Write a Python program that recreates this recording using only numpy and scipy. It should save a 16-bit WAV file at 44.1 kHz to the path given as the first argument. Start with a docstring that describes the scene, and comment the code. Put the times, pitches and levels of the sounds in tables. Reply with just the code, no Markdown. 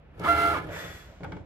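"""A desktop cutting machine on a table, a little to the right, in a small quiet room.
With a thin snap a geared motor spins up, whines and rattles as it feeds the sheet through the rollers,
and brakes. The carriage then glides along its rail with a fading hiss. Last, the tool holder sets down
with a thump and a few plastic clacks. Case and table shudder underneath while anything moves."""
import sys
import numpy as np
from scipy import signal
from scipy.fft import rfft, irfft
from scipy.io import wavfile

SR = 44100
rng = np.random.default_rng(int(sys.argv[2]) if len(sys.argv) > 2 else 0)


def bounce(signal):
    """Save signal as a 16-bit WAV file at the path given by the first command-line argument."""
    frames = np.transpose(np.atleast_2d(signal))
    limited = np.clip(frames, -1, 1)
    pcm = np.round(limited * 32767).astype(np.int16)
    wavfile.write(sys.argv[1], SR, pcm)


N = 63945
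T = np.arange(N) / SR
FEED_LEAD_MS, CARRIAGE_LEAD_MS = 0.17, 0.094  # how much sooner the right ear hears them


# feed motor's run: (time [s], speed [share of full])
MOTOR_SPEED = [(.195, .05), (.24, .58), (.265, .77), (.284, 1.0), (.53, 1.0), (.565, .76), (.595, .5),
               (.635, .05)]
def feed_motor(mesh_hz=685.6, wobble=0.0007, jitter_rad=0.13, grain=0.28):
    """One motor drives gears, shafts and rollers; returns its tones and its tooth-pulsed noise."""
    speed = in_time(MOTOR_SPEED)
    travel = np.cumsum(speed * (1 + wobble * drift(11))) / SR
    teeth = mesh_hz * travel + jitter_rad * drift(110) / (2 * np.pi)
    tones = gear_whine(speed, teeth) + shaft_hum(speed, travel)
    contacts = rms_one(np.exp(grain * (np.cos(2 * np.pi * teeth) + .5 * drift(53))))
    return tones, contacts * (gear_rattle() + sheet_rub())


# whine envelope: (time [s], level [dB])
WHINE_ENVELOPE = [(.19, -55), (.24, -9), (.272, -5.5), (.293, 1.5), (.335, -1), (.362, -5.5), (.39, -1),
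                  (.44, -0.5), (.49, -5), (.53, -7), (.56, -6.5), (.63, -29)]
# whine partials: (multiple of the tooth rate, level [dB], left over right [dB], right ear's lead [rad])
WHINE_PARTIALS = [(1, -30, 1.5, 0.41), (2, -23, -4, 1.23), (3, -36.5, 2, 0.16), (4, -45, -9.5, 2.1),
                  (6, -54, -9, 2.2)]
# housing resonances: (pitch [Hz], t60 [s], gain on the whine, level when shaken [dB])
HOUSING_MODES = [(1030, .12, 1.3, -41), (1205, .12, .25, -35), (1310, .12, .03, -38), (1420, .1, .03, -36),
                 (2075, .14, .4, -44)]
def gear_whine(speed, teeth, flutter_db=2):
    """Meshing teeth sing, directly and through the housing resonances that their pitch sweeps."""
    partials = sum(from_db(db) * tone(multiple * teeth, pan_db, lead, flutter_db)
                   for multiple, db, pan_db, lead in WHINE_PARTIALS)
    whine = level(WHINE_ENVELOPE) * partials
    direct = whine * speed ** 3.5
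    return direct + sum(gain * resonance(whine, hz, t60) for hz, t60, gain, _ in HOUSING_MODES)


# shaft tones: (pitch at full speed [Hz], level [dB], left over right [dB], right ear's lead [rad])
SHAFT_TONES = [(76.3, -40, -2, .1), (296, -45, -3, .1), (312, -42, -4, .1), (423.6, -42, 3, .6),
               (510, -50, 0, .4), (811, -49, 1, .5), (1183.5, -48, -3, .8), (1268.6, -43, -4, .9),
               (1292.5, -43, -4, .9), (1309, -43, -4, .9), (1432.5, -46, -3, .9), (1728, -51, 3, 1.2),
               (2137, -52, 0, .5), (2196, -52, 0, .5)]
def shaft_hum(speed, travel, boost_db=2, flutter_db=2.5):
    """Shafts and slower gears hum, swelling steeply with speed."""
    running = np.clip(speed - MOTOR_SPEED[0][1], 0, 1) ** 5 * (T < MOTOR_SPEED[-1][0])
    return running * sum(from_db(boost_db + db) * tone(hz * travel, pan_db, lead, flutter_db)
                         for hz, db, pan_db, lead in SHAFT_TONES)


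# rattle envelope: (time [s], level [dB])
RATTLE_ENVELOPE = [(.18, -57.5), (.215, -45), (.25, -28.5), (.3, -34.5), (.36, -33.5), (.43, -33),
                   (.52, -34.5), (.58, -33), (.625, -52), (.69, -48.5)]
# its midrange colour: (frequency [Hz], level [dB])
RATTLE_COLOUR = [(150, -27), (300, 0), (600, -7), (900, -0.5), (1110, -13), (1330, 1), (1530, -10),
                 (1730, 0), (1920, -23), (2200, -4.5), (2500, -16.5), (3400, -17), (3800, -23.5),
                 (6000, -34.5)]
def gear_rattle():
    """The gear teeth rattle, hardest during spin-up."""
    return level(RATTLE_ENVELOPE) * noise(RATTLE_COLOUR, lead_ms=0.16) * pan(-1)


# rub envelope: (time [s], level [dB])
SHEET_ENVELOPE = [(.2, -62.5), (.225, -56.5), (.25, -45), (.295, -39.5), (.36, -43.5), (.43, -38.5),
                  (.52, -44), (.56, -48.5), (.61, -57.5), (.68, -64)]
# its bright colour: (frequency [Hz], level [dB])
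SHEET_COLOUR = [(1500, 9), (3200, 11), (4200, 6), (5400, 2), (6500, -1.5), (7700, 0), (8900, 7.5),
                (10000, 1), (12500, -3.5), (15000, -1), (16000, -22)]
def sheet_rub():
    """The sheet hisses as it rubs under the rollers."""
    return level(SHEET_ENVELOPE) * noise(SHEET_COLOUR, FEED_LEAD_MS)


# swells of motor strain: (time [s], half length [s], level [dB])
STRAIN_SWELLS = [(0.261, 0.029, 2), (0.568, .032, -3.5)]
def strained_housing():
    """The housing rings roughly while the motor speeds up and brakes."""
    shaken = sum(from_db(db) * rubbed_ring(hz, 2 / t60) for hz, t60, _, db in HOUSING_MODES)
    return swells(STRAIN_SWELLS) * pan(-3) * shaken


# envelopes of the glide's body and its hiss: (time [s], level [dB])
GLIDE_ENVELOPE = [(.62, -83), (.69, -49), (.73, -41.5), (.77, -40), (.85, -43.5), (.93, -49), (1.02, -56),
                  (1.1, -63.5), (1.2, -81)]
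HISS_ENVELOPE = [(.68, -71), (.73, -51), (.8, -47), (.88, -51.5), (1.0, -56), (1.08, -66.5), (1.19, -79)]
# their colours: (frequency [Hz], level [dB])
GLIDE_COLOUR = [(200, -13), (550, 6), (950, -4.5), (1400, 4), (1900, 2), (2500, -6.5), (3200, -11),
                (4200, -22), (6000, -34)]
HISS_COLOUR = [(2000, 6.5), (4000, 1.5), (5500, 1.5), (7800, 2), (9500, -19.5), (12000, 0.5), (15000, -14),
               (16000, -10)]
# resonances rubbed by the carriage: (pitch [Hz], width [Hz], level [dB])
GLIDE_MODES = [(1718, 41, -14), (1930, 16, -13), (1886, 18, -14), (2304, 30, -19)]
# soft whirrs as it sets off and settles: (time [s], half length [s], level [dB])
WHIRR_SWELLS = [(.715, 0.025, -43.5), (1.11, 0.04, -53)]
def carriage(rail_hz=3498, sag_hz_per_s=330, grain_db=0.5):
    """Grainy sliding friction, a thin ring of the rail that sags in pitch, and a whirr at each end."""
    rail_pitch = rail_hz - sag_hz_per_s * (T - HISS_ENVELOPE[1][0])
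    rail = from_db(-4.5) * rubbed_ring(rail_pitch, width_hz=43)
    body = noise(GLIDE_COLOUR, CARRIAGE_LEAD_MS)
    body += sum(from_db(db) * rubbed_ring(hz, width) for hz, width, db in GLIDE_MODES)
    hiss = noise(HISS_COLOUR, CARRIAGE_LEAD_MS) + rail
    slide = level(GLIDE_ENVELOPE) * body + level(HISS_ENVELOPE) * hiss
    grain = from_db(grain_db * drift(160))
    return slide * grain + swells(WHIRR_SWELLS) * rubbed_ring(610, width_hz=95)


# hits of the mechanism: (time [s], thump [dB], clack [dB], tick [dB])
KNOCK_HITS = [(0.201, -37, -49, -68), (.69, -47, -40, -51), (0.762, -49.5, -38.5, -57),
              (1.207, -39.5, -52, -79.5), (1.233, -47, -39, -48), (1.245, -54, -33, -48),
              (1.32, -73, -35.5, -44.5), (1.33, -40, -43.5, -68), (1.367, -41, -44, -57)]
# modes of the case and the plastic tool holder: (pitch [Hz], level [dB], t60 [s])
CASE_MODES = [(94.6, -6.5, 0.23), (176.7, -0.5, 0.46), (293, -2, 0.19), (359, -11.5, .08), (423, -4, 0.061),
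              (630, -10, .06)]
HOLDER_MODES = [(875, -11, 0.12), (1326, -24, 0.043), (1440, -15, .06), (1525, -21, 0.055),
                (2196, -12.5, 0.066), (3280, -23, 0.094)]
# colours of clack and tick: (frequency [Hz], level [dB])
CLACK_COLOUR = [(200, -3), (600, -2), (850, 10), (1100, 2), (1450, 6.5), (1850, -7), (2250, 1.5),
                (2800, -18), (3400, -16), (4500, -33), (9000, -39)]
TICK_COLOUR = [(1200, -15), (2400, 13), (5000, 2), (7000, -10), (10000, -29), (15000, -32)]
def knocks():
    """Each knock rings the case and the tool holder, with a plastic clack and a short bright tick."""
    times, thump_db, clack_db, tick_db = np.transpose(KNOCK_HITS)
    rings = struck(CASE_MODES, times, thump_db) + struck(HOLDER_MODES, times, clack_db)
    clacks = bursts(times, clack_db, t60=0.058) * noise(CLACK_COLOUR, CARRIAGE_LEAD_MS)
    ticks = bursts(times, tick_db, t60=0.03) * noise(TICK_COLOUR, CARRIAGE_LEAD_MS)
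    return rings + clacks + ticks


# snap hits: (time [s], level [dB])
SNAP_HITS = [(.195, -44.5), (1.24, -53)]
# their crisp colour: (frequency [Hz], level [dB])
SNAP_COLOUR = [(2000, -1), (4500, 1), (7000, -2), (10000, -1), (15000, -10)]
def drive_snaps():
    """The drive snaps thinly as it takes up its play."""
    return bursts(*np.transpose(SNAP_HITS), t60=0.028) * noise(SNAP_COLOUR, FEED_LEAD_MS)


# bass hits: (time [s], level [dB])
BUMP_HITS = [(0.65, -31.5), (0.69, -36), (.892, -36), (.946, -33.5), (1.067, -39.5), (1.099, -40),
             (1.175, -41.5), (1.408, -42)]
def drive_bumps(hz=90, t60=0.062):
    """The carriage drive bumps softly, ringing one low, damped mode."""
    return struck([(hz, 0, t60)], *np.transpose(BUMP_HITS))


# shudder envelope: (time [s], level [dB])
SHUDDER_ENVELOPE = [(.17, -52.5), (.21, -36.5), (.3, -40), (.5, -40), (.63, -39.5), (.7, -39), (.8, -50),
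                    (.85, -43), (1.03, -59.5), (1.19, -62), (1.23, -39.5), (1.38, -44.5), (1.45, -53)]
# its bass-heavy colour: (frequency [Hz], level [dB])
SHUDDER_COLOUR = [(40, -46), (85, 3), (125, -2), (172, 0), (220, -25), (295, -1.5), (370, -9.5), (550, -8),
                  (900, -21.5), (2000, -38)]
def shudder():
    """Case and table rumble while anything moves."""
    return level(SHUDDER_ENVELOPE) * noise(SHUDDER_COLOUR, CARRIAGE_LEAD_MS)


# idle envelope: (time [s], level [dB])
IDLE_ENVELOPE = [(1.05, -60), (1.2, -63), (1.38, -64.5), (1.45, -78)]
# its soft colour: (frequency [Hz], level [dB])
IDLE_COLOUR = [(1000, 13), (3000, 6), (5000, -1), (7500, -3), (10000, -26), (15000, -19)]
def idle_hiss():
    """The mechanism hisses faintly once the carriage comes to rest."""
    return level(IDLE_ENVELOPE) * noise(IDLE_COLOUR, CARRIAGE_LEAD_MS)


# dark bed of room tone: (frequency [Hz], level [dB])
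ROOM_COLOUR = [(25, -12), (48, 4), (75, -2), (120, -7), (180, -8), (300, -17.5), (600, -17), (1200, -26),
               (2500, -30.5), (5000, -50), (10000, -70), (16000, -60)]
def room_tone(db=-51.5):
    """The quiet room murmurs steadily."""
    return from_db(db) * noise(ROOM_COLOUR, CARRIAGE_LEAD_MS)


def room(x, t60=.28, send_db=-6, cut_hz=4500):
    """Dull, diffuse tail of a small room."""
    tail = rng.standard_normal((2, N)) * from_db(-60 * T / t60) * (T > .004)
    tail /= np.sqrt(np.sum(tail ** 2) / 2)
    tail = signal.sosfilt(signal.butter(2, cut_hz, fs=SR, output="sos"), tail)
    return from_db(send_db) * signal.fftconvolve(x, tail, axes=1)[:, :N]


def from_db(db):
    """Decibels to gain."""
    return 10 ** (np.asarray(db) / 20)


def rms_one(x):
    """Scale to rms 1."""
    return x / np.sqrt(np.mean(x ** 2) + 1e-20)


def in_time(rows):
    """Join (time, value) points by straight lines."""
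    return np.interp(T, *np.transpose(rows))


def level(rows):
    """Gain from (time [s], level [dB]) points, dying away outside them."""
    outside = np.maximum(rows[0][0] - T, 0) + np.maximum(T - rows[-1][0], 0)
    return from_db(in_time(rows) - 300 * outside)


def swells(rows):
    """Envelope of smooth humps."""
    return sum(from_db(db) * np.exp(-((T - time) / half_length) ** 2) for time, half_length, db in rows)


def bursts(times, dbs, t60, attack_s=.0012):
    """Envelope of quick attacks with exponential tails."""
    age = np.maximum(T - times[:, None], 0)
    hits = from_db(dbs[:, None] - 60 * age / t60) * np.minimum(age / attack_s, 1)
    return np.sqrt(np.sum(hits ** 2, axis=0))


def at_hz(points, hz):
    """Read (frequency, value) points on a log-frequency axis."""
    freqs, values = np.transpose(points)
    return np.interp(np.log(hz + 1), np.log(freqs), values)


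def drift(rate_hz):
    """Smooth random modulation with spread 1."""
    r = np.exp(-80 * np.pi * rate_hz / SR)
    slow = signal.lfilter([1], [1, -2 * r, r * r], rng.standard_normal(N // 40 + 2002))[2000:]
    return np.interp(np.arange(N) / 40, np.arange(len(slow)), rms_one(slow))


def pan(db):
    """Left and right gains for a level difference; negative leans right."""
    return from_db(np.array([[db], [-db]]) / 2)


# stereo image: (frequency [Hz], likeness of the two ears [0-1])
EAR_LIKENESS = [(80, .99), (300, 0.75), (700, 0.4), (2000, 0.64), (5000, 0.06), (8500, 1), (15000, 1)]
def noise(colour, lead_ms):
    """Coloured stereo noise of rms 1 that reaches the right ear first."""
    hz = np.arange(N // 2 + 1) * SR / N
    shared, left, right = rfft(rng.standard_normal((3, N)))
    alike = at_hz(EAR_LIKENESS, hz)
    lag = np.exp(-2j * np.pi * hz * lead_ms / 1000)
    ears = np.sqrt(alike) * np.array([shared * lag, shared])
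    ears += np.sqrt(1 - alike) * np.array([left, right])
    rolloff = np.maximum(hz / colour[-1][0], 1) ** 2 * np.maximum(colour[0][0] / (hz + 1), 1) ** 2
    return rms_one(irfft(ears * from_db(at_hz(colour, hz)) / rolloff, N))


def tone(cycles, pan_db, lead_rad, flutter_db):
    """A fluttering stereo sine of rms about 1."""
    flutter = from_db(flutter_db * (drift(38) + np.array([drift(19), drift(19)])) / np.sqrt(2))
    phase = 2 * np.pi * (cycles + rng.random()) - np.array([[lead_rad], [0]])
    return np.sqrt(2) * pan(pan_db) * flutter * np.sin(phase)


def rubbed_ring(hz, width_hz):
    """A resonance kept ringing by friction; rms 1."""
    delay_s = np.array([[CARRIAGE_LEAD_MS], [0]]) / 1000
    phase = 2 * np.pi * (np.cumsum(hz * np.ones(N)) / SR - hz * delay_s)
    return rms_one(drift(width_hz) * np.sin(phase) + drift(width_hz) * np.cos(phase))


def struck(modes, times, dbs):
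    """Blows ring a set of modes as decaying sines, each with a strength of its own."""
    out = 0
    for hz, db, t60 in modes:
        clicks = np.zeros(N)
        clicks[(times * SR).astype(int)] = from_db(dbs + db + rng.normal(0, 1.6, len(times)))
        r, w = from_db(-60 / (t60 * SR)), 2 * np.pi * hz / SR
        out += signal.lfilter([0, np.sin(w)], [1, -2 * r * np.cos(w), r * r], clicks + 1e-18)
    return out


def resonance(x, hz, t60):
    """Band-pass with gain 1 at its peak."""
    r, w = from_db(-60 / (t60 * SR)), 2 * np.pi * hz / SR
    return signal.lfilter(np.array([1, 0, -1]) * (1 - r * r) / 2, [1, -2 * r * np.cos(w), r * r], x)


def scene():
    """The machine's noises feed the room's tail; the motor's tones and the low bed stay dry."""
    tones, feed_noise = feed_motor()
    idle = idle_hiss()
    noises = feed_noise + drive_snaps() + strained_housing()
    noises += (carriage() + knocks() + idle) * pan(-0.4)
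    lows = drive_bumps() + shudder() + room_tone()
    return tones + noises + room(noises) + lows * pan(-1.2)


def record(dry, low_cut_hz=37, high_cut_hz=15750):
    """The deepest bass is rolled off and the top is cut steeply."""
    thinned = signal.sosfilt(signal.butter(2, low_cut_hz, "high", fs=SR, output="sos"), dry)
    return signal.sosfilt(signal.ellip(12, .1, 90, high_cut_hz, fs=SR, output="sos"), thinned)


dry = scene()
out = record(dry)
bounce(out)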